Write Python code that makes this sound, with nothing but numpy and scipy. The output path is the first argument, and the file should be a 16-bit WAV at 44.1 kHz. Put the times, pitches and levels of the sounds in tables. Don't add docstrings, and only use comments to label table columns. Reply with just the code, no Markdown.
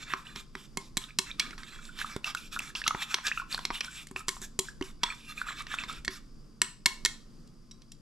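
import sys
import numpy as np
from scipy import signal
from scipy.fft import rfft, irfft
from scipy.io import wavfile
from scipy.ndimage import uniform_filter1d, minimum_filter1d

SR = 44100
rng = np.random.default_rng(int(sys.argv[2]) if len(sys.argv) > 2 else 0)


def persist_wave(psi):
    counts = np.round(np.clip(psi, -1, 1) * 32767).astype(np.int16)
    wavfile.write(sys.argv[1], SR, np.atleast_2d(counts).T)


N = 353223
T = np.arange(N) / SR
FREQS = np.fft.rfftfreq(N, 1 / SR)


def undb(db):
    return 10 ** (np.asarray(db) / 20)


def along(hz, table):
    f, v = np.transpose(table)
    return np.interp(np.log(np.maximum(hz, 1)), np.log(f), v)


def colour(x, gain):
    y = irfft(rfft(x) * gain(np.fft.rfftfreq(x.shape[-1], 1 / SR)), x.shape[-1])
    return y / np.sqrt(np.mean(y ** 2))


def walk(rate):
    knots = np.arange(0, T[-1] + 1, 1 / rate)
    return np.interp(T, knots, rng.standard_normal(len(knots)))


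def clicks(rate, spread_db):
    hit = rng.random(N) < rate / SR
    return hit * undb(spread_db * rng.exponential(size=N)) * rng.choice([-1., 1.], N)


def add(out, s, sound):
    i = int(s * SR)
    out[i:i + len(sound)] += sound[:N - i]


def room_tone():
    spectrum = [(12, -35.5), (20, 6), (40, -10.5), (84, -28.5), (105, -21.5), (223, -13.5), (263, -16),
                (733, -37), (966, -37), (1170, -30.5), (1880, -42.5), (4310, -42.5), (4820, -35),
                (5380, -38.5), (15000, -55.5)]
    mid, side = (colour(rng.standard_normal(N), lambda f: undb(along(f, spectrum)) * (f > 15))
                 for _ in range(2))
    return undb(-53 + 2 * walk(5.4)) * (mid + undb(-7) * side * np.array([[1], [-1]]))


def appliance_hum():
    bands = [(120, 2.9, -71), (145, 30, -62), (224.8, 6, -65), (1050, 4.5, -84), (5230, 9.1, -77)]
    return sum(undb(db) * colour(rng.standard_normal(N), lambda f: 1 / (1 + ((f - hz) / width) ** 2))
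               for hz, width, db in bands)


def whine(pitch_hz=4690, throb_hz=59):
    throb = (1 + np.cos(2 * np.pi * throb_hz * T + 3 * walk(3.8))) ** 2 * undb(2 * walk(25))
    return undb(-78) * throb * np.sin(2 * np.pi * pitch_hz * T + 1.2 * walk(40))


def handling_rumble(until_s=6.6):
    rumble = colour(rng.standard_normal(N), lambda f: (f > 15) / (1 + (f / 45) ** 4))
    return undb(-57.5 + 4 * walk(19)) * rumble * np.clip((until_s - T) / 0.22, 0, 1)


def room_reverb(x, build_s=0.0036, side_db=-6):
    bands = [(920, 0.3, -35.5), (2050, 0.36, -45.5), (3850, 0.37, -44.5), (8710, 0.34, -42),
             (15600, 0.062, -35.5)]
    t = np.arange(SR // 2) / SR
    mid, side = rng.standard_normal((2, len(t)))
    tail = 0
    for hz, t60, db in bands:
        band = lambda f: np.exp(-2 * np.log2(np.maximum(f, 1) / hz) ** 2)
        pair = colour(mid, band) + undb(side_db) * colour(side, band) * np.array([[1], [-1]])
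        envelope = 1000 ** (-t / t60) * (1 - np.exp(-t / build_s))
        tail += undb(db) * np.sqrt(hz / SR) * pair * envelope
    return signal.fftconvolve(x[None], tail, axes=1)[:, :N]


def dish_ticks():
    touches = [(7.712, -47), (7.918, -53)]
    modes = [(3750, -12, 0.092), (3910, -9, 0.065), (5300, 1.5, 0.044), (5700, 2, 0.056)]
    out, t = np.zeros(N), np.arange(SR // 4) / SR
    for s, level_db in touches:
        ring = sum(undb(db + 3.6 * rng.standard_normal()) * np.sin(2 * np.pi * hz * t)
                   * 1000 ** (-t / t60) for hz, db, t60 in modes)
        add(out, s, undb(level_db) * ring)
    return out


def wet_wall(f):
    bands = [(1300, 120, 9), (1630, 120, 8), (2400, 150, 11), (3600, 240, 10), (5500, 350, 6),
             (7600, 800, 10), (10700, 500, 4)]
    return undb(sum(db / (1 + (2 * (f - hz) / width) ** 2) for hz, width, db in bands))


def bubble(hz, t60, glide, t):
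    swell = (1 - np.exp(-t * hz)) ** 2
    return np.sin(2 * np.pi * hz * t * (1 + glide * t / t60)) * 1000 ** (-t / t60) * swell


def bubble_swarm(lo_hz, spectrum, ring_cycles):
    t, out = np.arange(SR // 40) / SR, 0
    for hz in lo_hz * 2 ** np.arange(0, 1.6, 1 / 7):
        births = clicks(rate=40, spread_db=1.6)
        pops = signal.fftconvolve(births, bubble(hz, ring_cycles / hz, 0.12, t))[:N]
        out += undb(along(hz, spectrum)) * wet_wall(hz) * hz * pops
    return out / np.std(out)


def wall_song(drift=0.025, flicker_db=5):
    bands = [(1250, 110, 0), (1550, 130, -2), (2320, 70, 0), (2650, 110, -3), (3450, 200, -2),
             (4150, 250, -6), (7600, 600, -7)]
    out = 0
    for hz, width, db in bands:
        phase = 2 * np.pi * hz * np.cumsum(1 + drift * walk(9)) / SR
        gain = undb(db + flicker_db * walk(28))
        out += gain * (walk(width) * np.sin(phase) + walk(width) * np.cos(phase))
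    return out / np.std(out)


def scrape(spectrum, lo_hz, hi_hz, slips_per_s):
    treble_ride = [(0, -6.5), (.5, 7.5), (1, 2.5), (1.5, -2), (2, 1.5), (2.3, 1.5), (2.6, 4), (3, 0),
                   (3.5, -0.5), (3.75, 2), (4, 6.5), (4.3, 11), (4.7, 12), (5.1, 1), (5.3, 5), (5.5, 0.5),
                   (5.75, -6.5), (6, -1), (6.3, 3.5)]
    treble_db = np.interp(T, *np.transpose(treble_ride))
    slips = rfft(clicks(slips_per_s, spread_db=1.5)) * wet_wall(FREQS) * undb(along(FREQS, spectrum))
    out = 0
    for hz in lo_hz * 2 ** np.arange(0, np.log2(hi_hz / lo_hz), 1 / 3):
        band = np.clip(1 - 3 * np.abs(np.log2(np.maximum(FREQS, 1) / hz)), 0, 1)
        flicker_db = 6 * min(1, 4500 / hz) * walk(16)
        out += irfft(slips * band, N) * undb(flicker_db + treble_db * (hz > 5000))
    return out / np.std(out)


def stroke_envelopes(swell_db=24.5, sag_db_per_s=45.5, lift_db_per_s=699):
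    # peak t/s, swell/s, hold/s, slosh level/dB, grit level/dB
    sweeps = [(0.005, 0.039, 0.03, -49.5, -42.5), (0.103, 0.063, 0.033, -40, -42.5),
              (0.171, 0.012, 0.058, -64, -51.5), (0.255, .015, 0.085, -51.5, -54.5),
              (0.357, 0.013, 0.049, -52, -47), (0.591, 0.072, 0.064, -60, -54),
              (0.81, .01, 0.072, -65, -53), (1.016, 0.0042, 0.031, -53, -48),
              (1.088, 0.016, 0.0087, -49.5, -52), (1.274, 0.04, 0.027, -45.5, -43.5),
              (1.396, 0.018, 0.14, -47.5, -46), (1.581, 0.0032, 0.069, -50.5, -46.5),
              (1.676, 0.08, 0.079, -52, -48), (1.725, 0.029, 0.065, -44.5, -48.5),
              (1.847, 0.1, 0.04, -52, -46), (2.015, 0.093, 0.011, -39.5, -36.5),
              (2.064, 0.019, 0.1, -47, -47), (2.269, 0.035, 0.036, -39, -37), (2.37, .008, 0.11, -60, -44),
              (2.527, 0.018, 0.031, -45.5, -38.5), (2.621, .01, 0.081, -46, -48),
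              (2.756, 0.0045, 0.056, -41.5, -42), (2.85, 0.012, 0.023, -47, -48),
              (3.026, 0.09, 0.0073, -38, -34.5), (3.115, 0.073, 0.023, -42, -39),
              (3.168, 0.016, 0.027, -47, -58), (3.273, 0.073, 0.013, -37, -32),
              (3.373, 0.15, 0.037, -56, -40.5), (3.517, 0.033, 0.027, -40, -31),
              (3.59, .02, 0.067, -57, -47), (3.75, 0.038, 0.027, -42, -35.5),
              (3.834, 0.011, 0.047, -44.5, -48.5), (3.962, 0.15, 0.068, -49, -46),
              (4.163, 0.0098, 0.044, -51, -49.5), (4.279, 0.015, 0.099, -68, -52),
              (4.429, 0.038, 0.018, -48.5, -45.5), (4.649, 0.0079, 0.042, -56.5, -57),
              (4.839, 0.0052, 0.074, -54, -53.5), (5.05, 0.033, 0.075, -37.5, -44),
              (5.148, 0.02, 0.18, -61, -52), (5.296, 0.04, 0.028, -44, -43.5),
              (5.382, 0.055, 0.035, -42, -41.5), (5.473, 0.059, 0.055, -40.5, -46.5),
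              (5.597, 0.081, 0.021, -44.5, -41.5), (5.716, 0.063, 0.029, -41.5, -35),
              (5.785, 0.037, 0.061, -43, -40), (5.889, 0.021, 0.098, -47, -42),
              (6.108, 0.014, 0.063, -50.5, -44.5), (6.233, 0.015, 0.045, -91, -74)]
    power = np.zeros((2, N))
    for s, swell, hold, slosh_db, grit_db in sweeps:
        since = T - s
        rise_db = swell_db * since / swell
        fall_db = -sag_db_per_s * since - lift_db_per_s * np.maximum(since - hold, 0)
        shape_db = np.maximum(np.minimum(rise_db, fall_db), -90)
        power += undb(np.array([[slosh_db], [grit_db]]) + shape_db) ** 2
    return np.sqrt(power)


def whisking():
    grit_eq = [(1470, -49), (2500, -3.5), (3060, -2), (3450, -3.5), (6780, -9), (7530, -12.5), (12300, -14),
               (13600, -16), (15000, -56)]
    slosh_eq = [(290, -61.5), (500, -17.5), (828, -7.5), (1360, -5.5), (2010, -2.5), (2610, -17.5),
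                (3050, -27.5), (4000, -11), (5200, -56), (8800, -120)]
    grit = undb(-2.5) * scrape(grit_eq, 2000, 18000, slips_per_s=9000)
    grit += undb(-11) * bubble_swarm(2200, grit_eq, ring_cycles=50)
    slosh = undb(-6.5) * scrape(slosh_eq, 423, 5000, slips_per_s=6000) + undb(-3) * wall_song()
    slosh += undb(-6) * bubble_swarm(1000, slosh_eq, ring_cycles=36)
    surge = undb(2.5 * walk(35))
    return surge * np.sum(stroke_envelopes() * [slosh, grit], axis=0)


def plops():
    pockets = [(0.1362, -7.5, 1130, 0.0061), (0.269, -35.5, 2820, 0.023), (1.0395, -31.5, 3550, 0.022),
               (1.106, -36, 2300, 0.019), (1.305, -35, 2300, 0.045), (1.314, -25.5, 3550, .015),
               (1.401, -23, 2240, 0.055), (1.464, -41, 2260, .04), (1.53, -34, 1340, 0.025),
               (1.791, -37.5, 1390, .03), (1.891, -39, 1414, 0.062), (1.988, -33, 1730, .018),
               (2.015, -16.5, 1540, 0.016), (2.045, -19, 1184, 0.018), (2.244, -21.5, 2610, 0.025),
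               (2.3486, -17, 1364, 0.019), (2.372, -30, 2560, 0.022), (2.5627, -16.5, 1350, 0.013),
               (2.571, -21, 1320, 0.018), (2.593, -20.5, 2540, 0.02), (2.754, -22, 2640, 0.022),
               (2.759, -31, 3180, 0.024), (2.817, -17.5, 1670, 0.011), (2.8395, -27, 2560, 0.03),
               (2.864, -20.5, 1257, 0.041), (2.8647, -26, 2860, .02), (2.908, -16.5, 1202, 0.032),
               (3.02, -25, 1790, 0.019), (3.184, -27, 1700, 0.012), (3.272, -23, 3610, 0.019),
               (3.3152, -9, 1700, 0.0085), (3.32, -23, 2470, 0.034), (3.374, -23, 1297, 0.042),
               (3.376, -23, 2520, 0.022), (3.398, -23, 1360, 0.033), (3.418, -33.5, 1050, 0.051),
               (3.527, -22, 4310, 0.018), (3.5458, -17, 4060, 0.011), (3.5789, -21, 1460, 0.015),
               (3.755, -33, 2840, 0.089), (3.81, -22.5, 2410, .025), (3.881, -36.5, 1460, 0.072),
               (4.162, -22.5, 2510, 0.025), (4.685, -29.5, 1570, 0.031), (4.824, -25.5, 2840, 0.015),
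               (5.036, -14, 3260, 0.023), (5.102, -28, 2320, 0.051), (5.3776, -31.5, 2395, 0.062),
               (5.415, -15, 1400, 0.017), (5.467, -31.5, 1220, 0.049), (5.4848, -31.5, 1360, 0.05),
               (5.506, -26, 1140, 0.024), (5.605, -30.5, 1165, 0.042), (5.7143, -26.5, 1640, 0.029),
               (5.7407, -4.5, 1280, 0.0053), (5.786, -21.5, 2480, 0.028), (5.8958, -27, 1248, 0.05)]
    out, t = np.zeros(N), np.arange(SR // 10) / SR
    for s, db, hz, t60 in pockets:
        plop = bubble(hz, t60, 0.14, t) + undb(-5.5) * bubble(hz, t60 / 2, 0.23, t)
        add(out, s, undb(db) * plop)
    return out


def stick_raps(contact_s=0.00021, rebound_s=0.0022, crack_t60=0.014, push_s=0.004):
    # t/s, level/dB, then tone as thud/dB, hollow/dB, clack/dB, edge/dB
    blows = [(0.1362, -27.5, -9, 11, 6, -29), (0.3601, -28.5, -10, -3.5, -6, -11),
             (0.5523, -35, 0.5, 7, 6, -9), (0.772, -19.5, -8.5, -1, -1, 0.5),
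             (0.97, -16.5, -15, -6.5, -7.5, 1.5), (0.9745, -17.5, -17.5, -10.5, -8.5, 1),
             (1.187, -11, -20.5, -9, -14.5, -2.5), (1.19, -12.5, -27.5, -12.5, -8.5, -2.5),
             (1.3964, -12, -44.5, -20, -8, -9), (1.3992, -13.5, -45, -12, -7, -10.5),
             (1.508, -34.5, -43, -13, 2, -9), (1.5795, -33.5, -34, 0.5, -2, -37),
             (1.633, -37, -32, -8, 4, -20), (1.852, -38, -28, -23, -23, -5),
             (1.989, -31.5, -24, -22, -3, -11), (2.1635, -35, 10, 12, 7, -2.5),
             (2.2436, -23, -28.5, -15, -9, -10), (2.3483, -22, -35, -14.5, -8.5, 0),
             (2.59, -28, -36, -13, -3.5, 5.5), (2.603, -34, -15, 6.5, 0, -20),
             (2.751, -22, -26.5, -7, -12.5, -27.5), (2.816, -30, -31, 0, -7, -21),
             (2.84, -27.5, -30, -7.5, -4.5, -20.5), (2.868, -21, -37, -17.5, -16.5, -34),
             (2.878, -7, -24.5, -11.5, -6, -7), (2.907, -38, -34, 11, 10.5, -27.5),
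             (2.9476, -40.5, 13.5, 22.5, 12, -26.5), (3.1427, -9.5, -21.5, -7.5, -8, -10),
             (3.186, -40, -14.5, 15, 8.5, -23), (3.268, -15, -27.5, -15.5, -14, -6),
             (3.282, -20.5, -26.5, -7, -6, -20), (3.545, -21, -29.5, 1, -6, -26),
             (3.577, -37, -22, 1, 1, 4.5), (3.591, -36, -13.5, 10, 1, -10),
             (3.652, -16, -16, -2.5, -3, -7.5), (3.7036, -35.5, 5, 18, 3.5, -41),
             (3.708, -39.5, 1, 17, 8, -41), (3.8073, -16.5, -26.5, -18.5, -6, -14),
             (3.81, -28, -41, 7.5, 3.5, -17), (3.846, -27, -29, -13, -8, -14),
             (4.07, -40.5, -24, -27, -1, 5.5), (4.086, -43, -29, -30, -30, -4.5),
             (4.1119, -50.5, 15, 13.5, 3, 9), (4.161, -35, -2, 10.5, 8.5, -26),
             (4.193, -45, -30, -24, -24, 10), (4.2829, -14.5, -16, -6, -10, -5.5),
             (4.29, -21, -39.5, -10, -4, 4.5), (4.367, -47.5, -10.5, 10.5, -1, -16),
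             (4.4167, -39, -3.5, -3, -8.5, 8), (4.5904, -14.5, -8.5, -10.5, -14, 2),
             (4.593, -17, -21.5, -30.5, -31, 2.5), (4.645, -48, -14, 11, 1, -8),
             (4.811, -35.5, 18, 6, 2, -11.5), (4.824, -33.5, -27.5, 3.5, -0.5, -6),
             (5.033, -15, -21.5, -0.5, -5, -12), (5.036, -13, -25.5, -0.5, -13.5, -12),
             (5.621, -41, -34.5, -25, -23, 3), (5.668, -34.5, -30, -5, 5, -16),
             (5.749, -36, -30.5, -14, -18, 3), (5.837, -32.5, -14, 4.5, 4.5, -37),
             (5.927, -41, -36, -26, -26, 2.5), (6.0484, -29, -37.5, -26, -3, 0.5),
             (6.055, -35, -39.5, -25, -20, -3), (6.0793, -19, -11.5, -9, -1, -14.5),
             (6.6171, -10.5, -24.5, -10.5, -3, 1), (6.8587, -8, -26.5, -9.5, -3, -4),
             (6.8611, -11, -27.5, -14.5, -6.5, 1), (7.05, -8.5, -30, -15, -9.5, -6),
             (7.0586, -11, -32.5, -14, -3, -5), (7.4748, -48.5, -21, -32.5, -36, -3.5),
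             (7.7153, -44, -28.5, -21, -12, -2), (7.8195, -43.5, -25.5, -23, -11, -9),
             (7.919, -38, -34, -24, -17, 2)]
    modes = [(147, -9, 0.053), (197, 4.5, 0.044), (283, 2, 0.054), (380, -0.5, 0.16), (973, -10.5, 0.077),
             (1056, -12.5, 0.13), (1190, -0.5, 0.011), (1828, 7.5, 0.012), (2186, -7, 0.085),
             (2585, -2.5, 0.0094), (2950, -5.5, 0.0077), (3302, -13, 0.075), (3540, -2.5, 0.0042),
             (4137, -1, 0.016), (4460, -5, 0.013), (5580, -4.5, 0.016), (6000, -2, 0.0094),
             (7230, 4.5, 0.01), (7950, 3, 0.0098), (7740, -7.5, 0.0046), (10430, -9, 0.0041),
             (11110, -15.5, 0.013), (12000, -18.5, 0.0037)]
    out, t = np.zeros(N), np.arange(SR // 6) / SR
    hz, mode_db, t60 = (column[:, None] for column in np.transpose(modes))
    upper_modes = hz > 500
    attack = 1 - np.exp(-t / contact_s)
    crack_envelope = 1000 ** (-t / crack_t60) * (1 - np.exp(-t / 0.00036))
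    push = np.sin(2 * np.pi * np.minimum(t / push_s, 1))
    for s, db, thud, hollow, clack, edge in blows:
        ring_share = 0.31 if 2.1 < s < 3.9 else 0.72 if s < 5.9 else 1
        decay = 1000 ** (-t / (t60 * ring_share))
        tone = [(400, thud), (900, hollow), (1350, hollow), (1750, clack), (2300, clack),
                (2900, 0), (5700, 0.049), (7000, edge)]
        crack_eq = lambda f: undb(along(f, tone)) * (f > 800) / (1 + (f / 9000) ** 4)
        for when, hit_db in (s, db), (s + rebound_s, db - 10), (s + 2.4 * rebound_s, db - 20):
            scatter, polarity, detune, bend = rng.standard_normal((4, len(modes), 1))
            gain = undb(mode_db + along(hz, tone) - 8.5 + 3 * scatter * upper_modes) * np.sign(polarity)
            pitch = hz * (1 + 0.007 * detune + 0.012 * bend * t / t60 * upper_modes)
            ring = np.sum(gain * np.sin(2 * np.pi * pitch * t) * decay, axis=0) * attack
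            crack = colour(rng.standard_normal(len(t)), crack_eq) * crack_envelope
            hit = ring + undb(max(hollow, clack, edge, 0) - 4) * crack + undb(thud - 9) * push
            add(out, when, undb(hit_db) * hit)
    return out


def scene():
    bowl_pan = [(0, -2.5), (2, -3), (3.5, -1), (5, -2), (6.2, -2), (6.6, 0), (8, -1.5)]
    pan_db = np.interp(T, *np.transpose(bowl_pan))
    close = stick_raps() + plops() + dish_ticks() + whisking()
    panned = close * undb(np.array([pan_db, -pan_db]) / 2)
    return panned + room_reverb(close) + room_tone() + appliance_hum() + whine() + handling_rumble()


def noise_suppressor(stereo, threshold_db=-49.5, hold_s=0.0322, crossover_hz=600):
    upper = irfft(rfft(stereo) / (1 + (crossover_hz / np.maximum(FREQS, 1)) ** 4), N)
    level_db = 10 * np.log10(uniform_filter1d(np.mean(upper ** 2, axis=0), size=256) + 1e-12)
    hold = int(hold_s * SR) | 1
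    peak_db = -minimum_filter1d(-level_db, size=hold, origin=hold // 2)
    cut_db = uniform_filter1d(5.5 / (3.5 + np.exp((peak_db - threshold_db) / 2)), size=300)
    return stereo - upper * (1 - undb(-cut_db))


def record(dry):
    balance = [(100, -0.5), (500, -0.5), (1500, 0.1), (3000, -1), (8000, 2), (13000, 3.5)]
    lead = [(200, -0.18), (800, -0.4), (2500, -0.78), (5000, -0.56), (8000, -0.57), (13000, 0.96)]
    tilt = undb(along(FREQS, balance) / 2) * np.exp(0.5j * along(FREQS, lead))
    stereo = noise_suppressor(irfft(rfft(dry) * np.array([tilt, 1 / tilt]), N))
    softened = signal.sosfilt(signal.butter(8, 13000, fs=SR, output="sos"), stereo)
    return signal.sosfilt(signal.ellip(8, 0.2, 70, 15300, fs=SR, output="sos"), softened)


dry = scene()
out = record(dry)
persist_wave(out)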